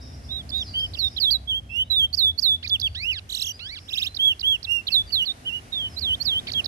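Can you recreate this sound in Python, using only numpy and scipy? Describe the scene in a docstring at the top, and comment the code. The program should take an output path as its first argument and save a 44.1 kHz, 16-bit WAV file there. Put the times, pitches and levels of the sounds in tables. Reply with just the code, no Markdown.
"""A caged finch sings outdoors, close by and to the right: quick flicks, gliding whistles, a few
low nasal notes, a hissing buzz and a short trill. Its voice box (the syrinx) makes a tone with
overtones, and its throat and beak boost some pitches more than others. Other birds call further
off, over the low hum, tyre noise and engine drones of distant traffic.
The cage and nearby walls add short echoes."""
import sys
import numpy as np
from scipy import signal
from scipy.fft import rfft, irfft
from scipy.io import wavfile
from scipy.ndimage import uniform_filter1d

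SR = 44100
rng = np.random.default_rng(int(sys.argv[2]) if len(sys.argv) > 2 else 0)


def waveform_to_disk(signal):
    """Save audio, clipped to [-1, 1], as 16-bit WAV at the path in sys.argv[1]."""
    frames = np.transpose(np.atleast_2d(signal))
    scaled = np.clip(frames, -1, 1) * 32767
    samples = np.round(scaled).astype(np.int16)
    wavfile.write(sys.argv[1], SR, samples)


N = 294147
TIME = np.arange(N) / SR
FREQS = np.maximum(np.arange(N // 2 + 1) * SR / N, 1)

# Levels in all tables are relative: later steps turn them up or down.
# The overtones of a clear whistle. Each row: multiple of the pitch, level in dB.
WHISTLE_OVERTONES = [(1, 10), (2, -7), (3, -9), (4, -19.5), (5, -32)]
# A whistle is loudest where the throat rings along. Each row: pitch in Hz, gain in dB.
WHISTLE_LOUDNESS = [(2400, -22.5), (2800, -1.5), (3300, 1), (4100, 2.5), (4600, -1.5), (4850, 0),
                    (5200, -10.5), (5600, -22), (6800, -18)]


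def from_db(db):
    """Turn decibels into a factor to multiply by."""
    return 10 ** (np.asarray(db) / 20)


def rms_one(x):
    """Scale a signal to an average (rms) level of 1."""
    return x / np.sqrt(np.mean(x ** 2) + 1e-20)


def at_hz(points, hz):
    """Read between the rows of a frequency table, giving each octave equal room."""
    f, value = np.transpose(points)
    return np.interp(np.log(hz), np.log(np.sort(f)), value)


def columns(rows):
    """The columns of a table, in time order."""
    rows = np.array(rows, float)
    return rows[np.argsort(rows[:, 0], kind="stable")].T


def flutter(rate_hz):
    """A random wobble of size about 1, mostly slower than the given rate."""
    return rms_one(irfft(rfft(rng.standard_normal(N)) / (1 + (FREQS / rate_hz) ** 2), N))


def note(start, length, attack_s, release_s):
    """The samples of a note, its progress from 0 to 1, and an envelope that fades it in and out."""
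    at = np.flatnonzero((TIME > start) & (TIME < start + length))
    age = TIME[at] - start
    return at, age / length, np.clip(np.minimum(age / attack_s, (length - age) / release_s), 0, 1)


def outdoor_noise(spectrum):
    """Noise from all around, nearly the same on both sides only in the bass."""
    # Each row: frequency in Hz, how alike left and right are (1 the same, -1 opposite).
    likeness = [(60, 0.97), (160, 0.94), (350, 0.67), (700, 0.0032), (1400, -0.63), (2800, 0.52),
                (6000, -0.045)]
    mid, side = rfft(rng.standard_normal((2, N))) * from_db(at_hz(spectrum, FREQS))
    alike = np.clip(at_hz(likeness, FREQS), -1, 1)
    mid, side = irfft(mid * np.sqrt(1 + alike), N), irfft(side * np.sqrt(1 - alike), N)
    return np.array([mid + side, mid - side]) / np.std(mid)


def street(road_gain_db, air_gain_db, evenness):
    """Distant traffic: a wavering engine hum, tyre noise and a faint airy hiss."""
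    # The tone colours of hum, tyres and hiss. Each row: frequency in Hz, level in dB.
    hum_colour = [(22, -48), (36, -34), (48, -6), (65, -5.5), (80, 1.5), (98, 1), (120, -10.5), (170, -24),
                  (300, -43)]
    road_colour = [(60, -8), (130, 4.5), (180, -0.5), (240, 3), (330, -5.5), (490, -10.5), (700, -4.5),
                   (950, -17), (2000, -18.5)]
    air_colour = [(400, 9), (900, 4), (1400, 7), (2100, 5), (3500, 0), (5500, 0.5), (7500, -5), (10000, -3),
                  (12500, -12), (15000, -20.5)]
    # The hum swells and sinks. Each row: time in seconds, level in dB.
    hum_levels = [(0.0, -44), (0.75, -43.5), (0.93, -38), (1.25, -46), (2.25, -42.5), (2.64, -51.5),
                  (2.85, -37.5), (3.28, -46.5), (3.67, -50), (4.63, -47), (4.82, -54.5), (5.03, -39),
                  (5.27, -52.5), (5.69, -49.5), (6.1, -40), (6.45, -45.5)]
    # Each row: time in seconds, tyre level in dB, hiss level in dB.
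    noise_levels = [(0.0, -48.5, -61.5), (0.9, -48.5, -59), (1.8, -53.5, -67.5), (2.9, -55.5, -63.5),
                    (3.6, -57.5, -61.5), (4.5, -56, -60.5), (5.4, -51, -58), (6.2, -47.5, -56),
                    (6.65, -44.5, -54.5)]
    times, *levels = columns(noise_levels)
    road, air = [from_db(np.interp(TIME, times, level)) for level in levels]
    drone = outdoor_noise(hum_colour)
    # an engine holds its level more evenly than plain noise does
    drone /= uniform_filter1d(np.mean(drone ** 2, axis=0), size=3000) ** evenness
    hum = from_db(np.interp(TIME, *columns(hum_levels))) * drone
    tyres = from_db(road_gain_db) * road * outdoor_noise(road_colour)
    rumble = signal.sosfilt(signal.butter(2, 1500, fs=SR, output="sos"), hum + tyres)
    return rumble + from_db(air_gain_db) * air * outdoor_noise(air_colour)


def engines(waver_db, fade_s):
    """Far engines drone as they slowly gain or lose speed."""
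    # Each row: start and length in seconds, first and last firing rate in Hz, level in dB.
    drones = [(-.3, 2.3, 67.33, 61.47, -45.5), (1.801, 1.034, 71.17, 86.67, -44.5),
              (3.001, 3.3, 57, 45.1, -58), (5.75, 0.56, 87, 69.8, -45)]
    # Levels in dB of the firing rate and its next three multiples.
    harmonics_db = [1.5, -13.5, -18, -27.5]
    out = np.zeros(N)
    wander = 1 + 0.0117 * flutter(rate_hz=2.4)
    for start, length, first, last, db in drones:
        at, progress, envelope = note(start, length, fade_s, fade_s)
        phase = 2 * np.pi * np.cumsum((first + (last - first) * progress) * wander[at]) / SR
        for k, harmonic_db in enumerate(harmonics_db, 1):
            out[at] += envelope * from_db(db + harmonic_db) * np.sin(k * phase)
    return out * from_db(waver_db * flutter(rate_hz=4.5))


def far_whistles(swell_share, fade_share, flicker_db):
    """Far birds slide in pitch; distance strips the overtones and makes the level flicker."""
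    # Each row: start and length in seconds, first and last pitch in Hz,
    # settling (over 0 the slide slows down, under 0 it speeds up), level in dB.
    slides = [(-.05, 0.21, 3820, 3520, -2.5, -59.5), (.51, 0.12, 4620, 4880, -0.5, -51),
              (.56, 0.27, 8100, 4520, 5.5, -44), (0.646, 0.066, 4500, 4040, 1, -49.5),
              (.77, 0.07, 4700, 5450, -.3, -45), (1.632, .28, 3100, 4010, -1, -55),
              (2.825, .09, 4973, 4500, 3.5, -46), (3.509, 0.065, 4660, 5070, -0.5, -45.5),
              (3.99, 0.15, 4980, 4080, 7.5, -50), (5.06, 0.048, 4903, 4490, 1, -45),
              (5.879, 0.087, 5800, 4950, 2.5, -48.5)]
    out = np.zeros(N)
    for start, length, first, last, settling, db in slides:
        at, progress, envelope = note(start, length, swell_share * length, fade_share * length)
        pitch = first + (last - first) * np.expm1(-settling * progress) / np.expm1(-settling)
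        out[at] += from_db(db) * envelope * np.sin(2 * np.pi * np.cumsum(pitch) / SR)
    return out * from_db(flicker_db * flutter(rate_hz=72))


def far_chips(start_hz, toward_hz, length_s):
    """A far bird's thin chips sweep up and level off, a little higher or lower every time."""
    # Each row: start in seconds, level in dB.
    chips = [(0.005, -40.5), (0.05, -47), (0.122, -44.5), (0.229, -43.5), (0.831, -44), (0.95, -37.5),
             (0.998, -42), (1.061, -43), (1.106, -43), (1.138, -45), (3.65, -46.5), (3.778, -44.5),
             (3.84, -49)]
    out = np.zeros(N)
    for (start, db), detune in zip(chips, rng.normal(1, 0.0136, len(chips))):
        at = np.flatnonzero((TIME >= start) & (TIME < start + length_s))
        progress = (TIME[at] - start) / length_s
        pitch = detune * (start_hz + (toward_hz - start_hz) * np.sin(1.247 * progress))
        out[at] += from_db(db) * np.sin(np.pi * progress) * np.sin(2 * np.pi * np.cumsum(pitch) / SR)
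    return out


def reflections(x, delay_s, ring_s, dull_hz):
    """Many small echoes, different on each side, that die away by 60 dB in ring_s."""
    age = TIME[:SR // 2] - delay_s
    echoes = rng.standard_normal((2, len(age))) * (age > 0) * from_db(-60 * np.abs(age) / ring_s)
    echoes /= np.sqrt(np.sum(echoes ** 2, axis=1, keepdims=True))
    dull = signal.sosfilt(signal.butter(1, dull_hz, fs=SR, output="sos"), x)
    return signal.fftconvolve(dull[None], echoes, axes=1)[:, :N]


def from_the_right(x, lag_ms):
    """The left side is shaded from the finch and hears it later."""
    # Each row: frequency in Hz, left level minus right level in dB.
    shade = [(1500, -9.5), (2550, -1.5), (2690, -48), (2830, -14), (3050, -3), (3300, -8.5), (3520, -4.5),
             (3700, -10.5), (3930, -14.5), (4250, -24.5), (4600, -22), (6000, -9.5), (9000, -13),
             (13000, -16)]
    left = from_db(at_hz(shade, FREQS)) * np.exp(-2j * np.pi * FREQS * lag_ms / 1000)
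    return np.array([irfft(rfft(x) * left, N), x])


def rasp():
    """Air swirling through the voice box makes the hiss of a strained voice."""
    # Each row: frequency in Hz, level in dB.
    colour = [(1500, -46), (2800, -22.5), (4500, 8.5), (6500, 0), (8500, 1.5), (10500, -7), (13000, 8.5),
              (15000, -14)]
    return rms_one(irfft(rfft(rng.standard_normal(N)) * from_db(at_hz(colour, FREQS)), N))


def syrinx(pitch, overtones, jitter, richness=1):
    """The voice box's tone through the throat, and its strength; jitter shakes the pitch."""
    # How throat and beak boost or weaken the sound. Each row: frequency in Hz, gain in dB.
    throat = [(1200, -48), (2000, -25), (2500, -10), (3000, -3), (4200, 5.5), (5000, -1), (6000, -15.5),
              (7500, -20), (10000, -8.5), (13500, 2), (15000, -11.5)]
    pitch = np.maximum(pitch, 500)
    phase = 2 * np.pi * np.cumsum(pitch * (1 + jitter * flutter(rate_hz=960))) / SR
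    tone, power = 0, 1e-12
    for k, db in overtones:
        gain = from_db(db + at_hz(throat, k * pitch)) * (k * pitch < SR / 2)
        gain *= richness if k > 1 else 1
        tone += gain * np.sin(k * phase)
        power += gain ** 2
    return tone, np.sqrt(power)


def phrase(sung, loudness):
    """Join notes, each (samples, pitch, amplitude), into one melody; overlapping notes blend."""
    weighted, weight, amplitude = np.zeros((3, N))
    for at, hz, height in sung:
        weighted[at] += hz * height
        weight[at] += height
        amplitude[at] = np.maximum(amplitude[at], height)
    voiced = amplitude > 0
    pitch = uniform_filter1d(np.interp(TIME, TIME[voiced], weighted[voiced] / weight[voiced]), size=45)
    return pitch, uniform_filter1d(amplitude, size=45) * from_db(at_hz(loudness, pitch))


def sing(sung, loudness, overtones, jitter, sweep_jitter, full_db, strain_hz, rasp_db):
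    """The voice is richer when loud and rough in fast sweeps; high up, overtones give way to rasp."""
    pitch, amplitude = phrase(sung, loudness)
    wobble = flutter(rate_hz=46.24)   # a held note is slightly unsteady
    pitch *= 1 + 0.00414 * wobble
    amplitude *= from_db(1.5 * wobble)
    octaves_per_s = uniform_filter1d(np.abs(np.gradient(np.log2(pitch))) * SR, size=300)
    roughness = jitter + sweep_jitter * np.tanh(octaves_per_s / 50)
    strain = 1 / (1 + (strain_hz / pitch) ** 16)
    richness = (1 - strain) * (np.abs(amplitude) / from_db(full_db)) ** 0.31
    tone, strength = syrinx(pitch, overtones, roughness, richness)
    push = uniform_filter1d(amplitude * strain, size=1500) * np.tanh(amplitude / from_db(-61))
    return amplitude * tone / strength + from_db(rasp_db) * push * rasp()


def swings(rows, base_hz, edge_s):
    """The voice box tenses and relaxes once per note, so the pitch rises to a peak and falls."""
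    for start, length, to_top, top, rise, fall, db in rows:
        at, progress, envelope = note(start, length, edge_s, edge_s)
        past_top = progress * length - to_top
        width = np.where(past_top < 0, rise, fall)
        yield at, base_hz + (top - base_hz) / (1 + (past_top / width) ** 2), from_db(db) * envelope


def ticks(decay_s):
    """Tiny bright snaps near the start of some flicks."""
    # Each row: start in seconds, level in dB.
    snaps = [(0.499, -36.5), (2.8, -23.5), (4.408, -41)]
    envelope = sum(from_db(db) * (TIME >= s) * np.exp(-np.abs(TIME - s) / decay_s) for s, db in snaps)
    bursts = envelope * rng.standard_normal(N)
    return signal.sosfilt(signal.butter(2, 4000, "high", fs=SR, output="sos"), bursts)


def undertones():
    """The other side of the voice box adds a soft low chirp just before some slurs."""
    # Each row: start and length in seconds, first and last pitch in Hz, level in dB.
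    chirps = [(0.964, 0.0243, 2390, 2910, -27), (4.887, 0.043, 2450, 2716, -18.5),
              (5.098, 0.022, 2980, 2828, -34.5)]
    sung = []
    for start, length, first, last, db in chirps:
        at, progress, envelope = note(start, length, length / 2, length / 2)
        sung.append((at, last + (first - last) * (1 - progress) ** 2, from_db(db) * envelope))
    return sing(sung, WHISTLE_LOUDNESS, WHISTLE_OVERTONES, jitter=0.024, sweep_jitter=.02,
                full_db=-41.5, strain_hz=3240, rasp_db=-3)


def nasal_notes(sag_share, sag_s):
    """Low reedy notes whose pitch sags at both ends, while the bird's air pressure builds and drops."""
    # Each row: start, length and time to the top in seconds, top pitch before the sag in Hz,
    # seconds from halfway up to the top, seconds from the top to halfway down, level in dB.
    calls = [(2.626, 0.045, 0.028, 2534, 0.025, 0.0245, -17.5), (2.946, .252, .155, 3002, 0.099, .045, -15),
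             (3.591, .203, .151, 2336, .055, .02, -20), (6.468, .04, 0.019, 2440, 0.013, 0.022, -14.5)]
    # Strong overtones. Each row: multiple of the pitch, level in dB.
    reedy = [(1, 17), (2, -1.5), (3, -12), (4, -19.5), (5, -25.5)]
    # The throat favours the higher notes. Each row: pitch in Hz, gain in dB.
    loudness = [(1300, -14), (1550, -11), (1900, -12), (2300, -12), (2700, -6), (3000, -1)]
    sung = []
    for at, hz, height in swings(calls, base_hz=1231, edge_s=0.0034):
        from_edge_s = np.minimum(at - at[0], at[-1] - at) / SR
        sung.append((at, hz * (1 - sag_share * np.exp(-from_edge_s / sag_s)), height))
    return sing(sung, loudness, reedy, jitter=0.0059, sweep_jitter=0.049,
                full_db=-34, strain_hz=2797, rasp_db=-31)


def buzz(swings_hz, top_s, jitter, rasp_db, pulse_db):
    """A harsh tone swings fast through the throat's ringing range and clears as the swings shrink."""
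    # Each row: time in seconds, lowest pitch in Hz, pitch swing in Hz, level in dB.
    course = [(3.29, 3000, 1018, -38.5), (3.325, 3050, 1129, -34), (3.352, 2830, 1555, -30.5),
              (3.38, 2650, 1230, -33.5), (3.405, 2500, 1578, -33.5), (3.425, 2600, 1798, -28),
              (3.446, 2750, 794, -31.5), (3.472, 2824, 566, -28), (3.525, 2830, 154, -29)]
    # The overtones. Each row: multiple of the pitch, level in dB.
    harsh = [(1, 4.5), (2, 12), (3, -13), (4, -14), (5, -9)]
    times, low, swing, level_db = columns(course)
    at, _, envelope = note(times[0], times[-1] - times[0], attack_s=0.0026, release_s=0.011)
    amplitude = np.interp(TIME, TIME[at], envelope, left=0, right=0)
    amplitude *= from_db(np.interp(TIME, times, level_db))
    dip = np.abs(np.sin(np.pi * swings_hz * (TIME - top_s)))
    depth = np.interp(TIME, times, swing)
    pitch = np.interp(TIME, times, low) + depth * (1 - dip ** 1.5)
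    strain = np.sqrt(depth / swing.max())
    pulse = from_db(pulse_db * strain * (1 - dip))   # a push at the top of each swing
    tone, _ = syrinx(pitch, harsh, jitter * strain)
    return amplitude * (pulse * tone + from_db(rasp_db) * strain * rasp())


def trill(low_hz, span_hz, swings_hz, top_s, jitter, rasp_db, pulse_db):
    """About five swings grow louder; each swells as it rises into the throat's ringing range."""
    # One swing, a quick drop and a slower rise. Each row: share of the cycle, height from 0 to 1.
    shape = [(0, 1), (.08, .8), (.2, .2), (.36, 0), (.55, .08), (.72, .36), (.9, .85), (1, 1)]
    # The overtones. Each row: multiple of the pitch, level in dB.
    bright = [(1, -2.5), (2, -7.5), (3, -28), (4, -24), (5, -39)]
    at, _, envelope = note(start=3.873, length=0.2165, attack_s=0.087, release_s=0.023)
    amplitude = from_db(-17.5) * np.interp(TIME, TIME[at], envelope, left=0, right=0)
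    cycle = swings_hz * (TIME - top_s) % 1
    lift = uniform_filter1d(np.interp(cycle, *np.transpose(shape)), size=100)
    pulse = from_db(pulse_db * lift ** 4)   # a push at the top of each swing
    tone, _ = syrinx(low_hz + span_hz * lift, bright, jitter)
    return amplitude * (pulse * tone + from_db(rasp_db) * rasp())


def whips():
    """The pitch holds, then shoots up out of the throat's ringing range and into a slur."""
    # Each row: start and length in seconds, first and top pitch in Hz, level in dB.
    rows = [(1.297, 0.013, 3360, 4840, -15.5), (2.127, 0.032, 4497, 6870, -13),
            (2.376, .031, 4450, 6794, -12.5), (5.962, 0.042, 4026, 6350, -23.5),
            (6.199, 0.038, 4290, 6670, -18.5)]
    for start, length, first, top, db in rows:
        at, progress, envelope = note(start, length, attack_s=0.015, release_s=0.0051)
        yield at, first + (top - first) * progress ** 4.9, from_db(db) * envelope


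def flicks():
    """Very short whistles, each one quick swing up and down."""
    # Each row: start, length and time to the top in seconds, top pitch in Hz,
    # seconds from halfway up to the top, seconds from the top to halfway down, level in dB.
    rows = [(.49, 0.02073, 0.0083, 5269, .009, .012, -26), (.934, 0.027, 0.0091, 4734, .007, .0065, -27.5),
            (1.162, 0.032, 0.01023, 4257, .0065, .0098, -22),
            (2.672, 0.031, 0.016, 6655, .0087, .0095, -19.5),
            (2.796, 0.029, 0.01157, 6114, .008, .0095, -18), (4.144, 0.0356, 0.013, 5727, 0.01, .013, -22),
            (4.393, 0.027, 0.00887, 5577, .007, .0125, -20.5),
            (4.627, .033, .0088, 5700, 0.00663, .012, -26),
            (4.868, 0.026, .0084, 4454, .0069, .0068, -20.5),
            (6.515, 0.0295, 0.014, 6300, .0086, .0077, -22), (6.641, 0.026, 0.011, 5470, .0077, .0098, -19)]
    return swings(rows, base_hz=2650, edge_s=0.0051)


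def wavers(period_s, settling):
    """The pitch rocks up and down, less each time."""
    # Each row: start and length in seconds, middle pitch and swing in Hz,
    # seconds to the first crest, level in dB.
    rows = [(1.472, 0.13, 3210, 178.4, .021, -18), (5.447, .153, 2892, 169, .028, -21.5)]
    for start, length, middle, swing, crest, db in rows:
        at, progress, envelope = note(start, length, attack_s=0.028, release_s=0.028)
        turns = (progress * length - crest) / period_s
        rocking = np.cos(2 * np.pi * turns) * np.exp(-(settling * turns) ** 4)
        yield at, middle + swing * rocking, from_db(db) * envelope


def arches():
    """Whistles that rise, hold and droop while their level swells and sinks."""
    # Each row: start and length in seconds, first, top and last pitch in Hz,
    # share of the note spent rising, level in dB.
    rows = [(0.288, 0.13, 3457, 3856, 3230, 0.433, -26.5), (0.516, 0.12, 3418, 3810, 2898, 0.61, -21),
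            (0.737, 0.13, 2925, 3180, 2971, 0.543, -19), (2.7, 0.071, 3390, 3495, 2402, 0.37, -15),
            (2.823, 0.066, 3331, 3450, 2132, 0.33, -14.8), (4.188, 0.15, 3026, 3359, 2646, 0.42, -12.5),
            (4.428, 0.143, 2778, 3362, 2570, 0.423, -13), (4.666, 0.15, 2613, 2834, 2651, 0.415, -13),
            (6.543, 0.078, 3198, 3326, 2186, 0.25, -15.5)]
    for start, length, first, top, last, share, db in rows:
        at, progress, _ = note(start, length, length, length)
        rise = np.maximum(1 - progress / share, 0) ** 2
        droop = (np.maximum(progress - share, 0) / (1 - share)) ** 2.3
        pitch = top + (first - top) * rise + (last - top) * droop
        yield at, pitch, from_db(db) * np.sin(np.pi * progress) ** 0.58


def slurs():
    """Whistles that slide onto a held pitch and curl off at the end."""
    # Each row: start and length in seconds, first, held and last pitch in Hz, share of the note spent
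    # sliding, bend (under 1 plunges at once, over 1 lingers first), first and last level in dB.
    rows = [(0.983, .11, 4776, 3670, 3520, 0.74, 1.08, -15.5, -19),
            (1.198, 0.12, 4959, 3320, 3320, 0.83, 1.07, -13.5, -16.5),
            (1.303, 0.073, 4950, 3860, 3840, 0.79, 1.58, -9.5, -18),
            (1.69, 0.15, 2635, 3067, 2780, 0.96, 2.03, -23.5, -13),
            (1.899, 0.17, 3956, 3138, 3500, .88, 1.95, -17.5, -11.5),
            (2.161, 0.16, 7350, 3390, 3720, .84, 0.47, -14, -15),
            (2.409, 0.16, 7718, 3430, 3610, 0.75, .495, -11.5, -16),
            (4.916, 0.11, 4697, 3458, 3524, 0.62, 1.33, -13, -15),
            (5.119, .134, 4723, 2853, 3830, .89, 1.23, -15.5, -18),
            (5.252, 0.074, 4705, 3595, 4040, 0.65, 1.3, -23.5, -16),
            (5.72, 0.17, 3806, 3037, 3090, 0.91, 1.37, -22.5, -23),
            (6.006, .151, 4964, 2988, 3850, .75, .92, -23.5, -15),
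            (6.234, 0.17, 6405, 3065, 3800, 0.72, 0.77, -17.5, -18)]
    for start, length, first, held, last, share, bend, first_db, last_db in rows:
        at, progress, envelope = note(start, length, attack_s=0.011, release_s=0.022)
        slide = (1 - np.minimum(progress / share, 1) ** bend) ** 2
        curl = (np.maximum(progress - share, 0) / (1 - share)) ** 3
        pitch = held + (first - held) * slide + (last - held) * curl
        yield at, pitch, envelope * from_db(first_db + (last_db - first_db) * progress)


def whistles():
    """The finch's main song: five shapes of whistle, all in one clear voice."""
    sung = [*whips(), *flicks(), *slurs(), *arches(), *wavers(period_s=.083, settling=1.05)]
    return sing(sung, WHISTLE_LOUDNESS, WHISTLE_OVERTONES, jitter=0.00043, sweep_jitter=0.0296,
                full_db=-1.0, strain_hz=4760, rasp_db=-21)


def scene():
    """The finch in its cage, the farther birds and the street."""
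    finch = whistles() + nasal_notes(sag_share=0.33, sag_s=.008) + undertones()
    finch += buzz(swings_hz=41.2, top_s=3.4, jitter=0.025, rasp_db=-10.5, pulse_db=5.5)
    finch += trill(low_hz=2468, span_hz=1396, swings_hz=21.93, top_s=3.985,
                   jitter=0.022, rasp_db=-30, pulse_db=3.5)
    finch += ticks(decay_s=0.00051)
    cage = from_db(-21) * reflections(finch, delay_s=.001, ring_s=.028, dull_hz=8000)
    walls = from_db(-31) * reflections(finch, delay_s=.012, ring_s=.4, dull_hz=5000)
    far = far_whistles(swell_share=0.29, fade_share=0.28, flicker_db=4.0)
    far = far * from_db([[-2], [-1]])   # left, right
    chips = far_chips(start_hz=4440, toward_hz=5890, length_s=0.0338)
    far_calls = chips + from_db(-2) * far[1]
    far_echoes = from_db(-1) * reflections(far_calls, delay_s=.01, ring_s=.45, dull_hz=9000)
    birds = from_the_right(finch, lag_ms=0.1568) + cage + walls + far + chips / 2 + far_echoes
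    drones = engines(waver_db=3.0, fade_s=0.24)
    return birds + drones + street(road_gain_db=1.0, air_gain_db=4.5, evenness=0.072)


def record(dry):
    """The deepest bass and the highest treble are cut."""
    dry = signal.sosfilt(signal.butter(2, 20, "high", fs=SR, output="sos"), dry)
    return signal.sosfilt(signal.cheby1(14, .1, 14750, fs=SR, output="sos"), dry)


dry = scene()
out = record(dry)
waveform_to_disk(out)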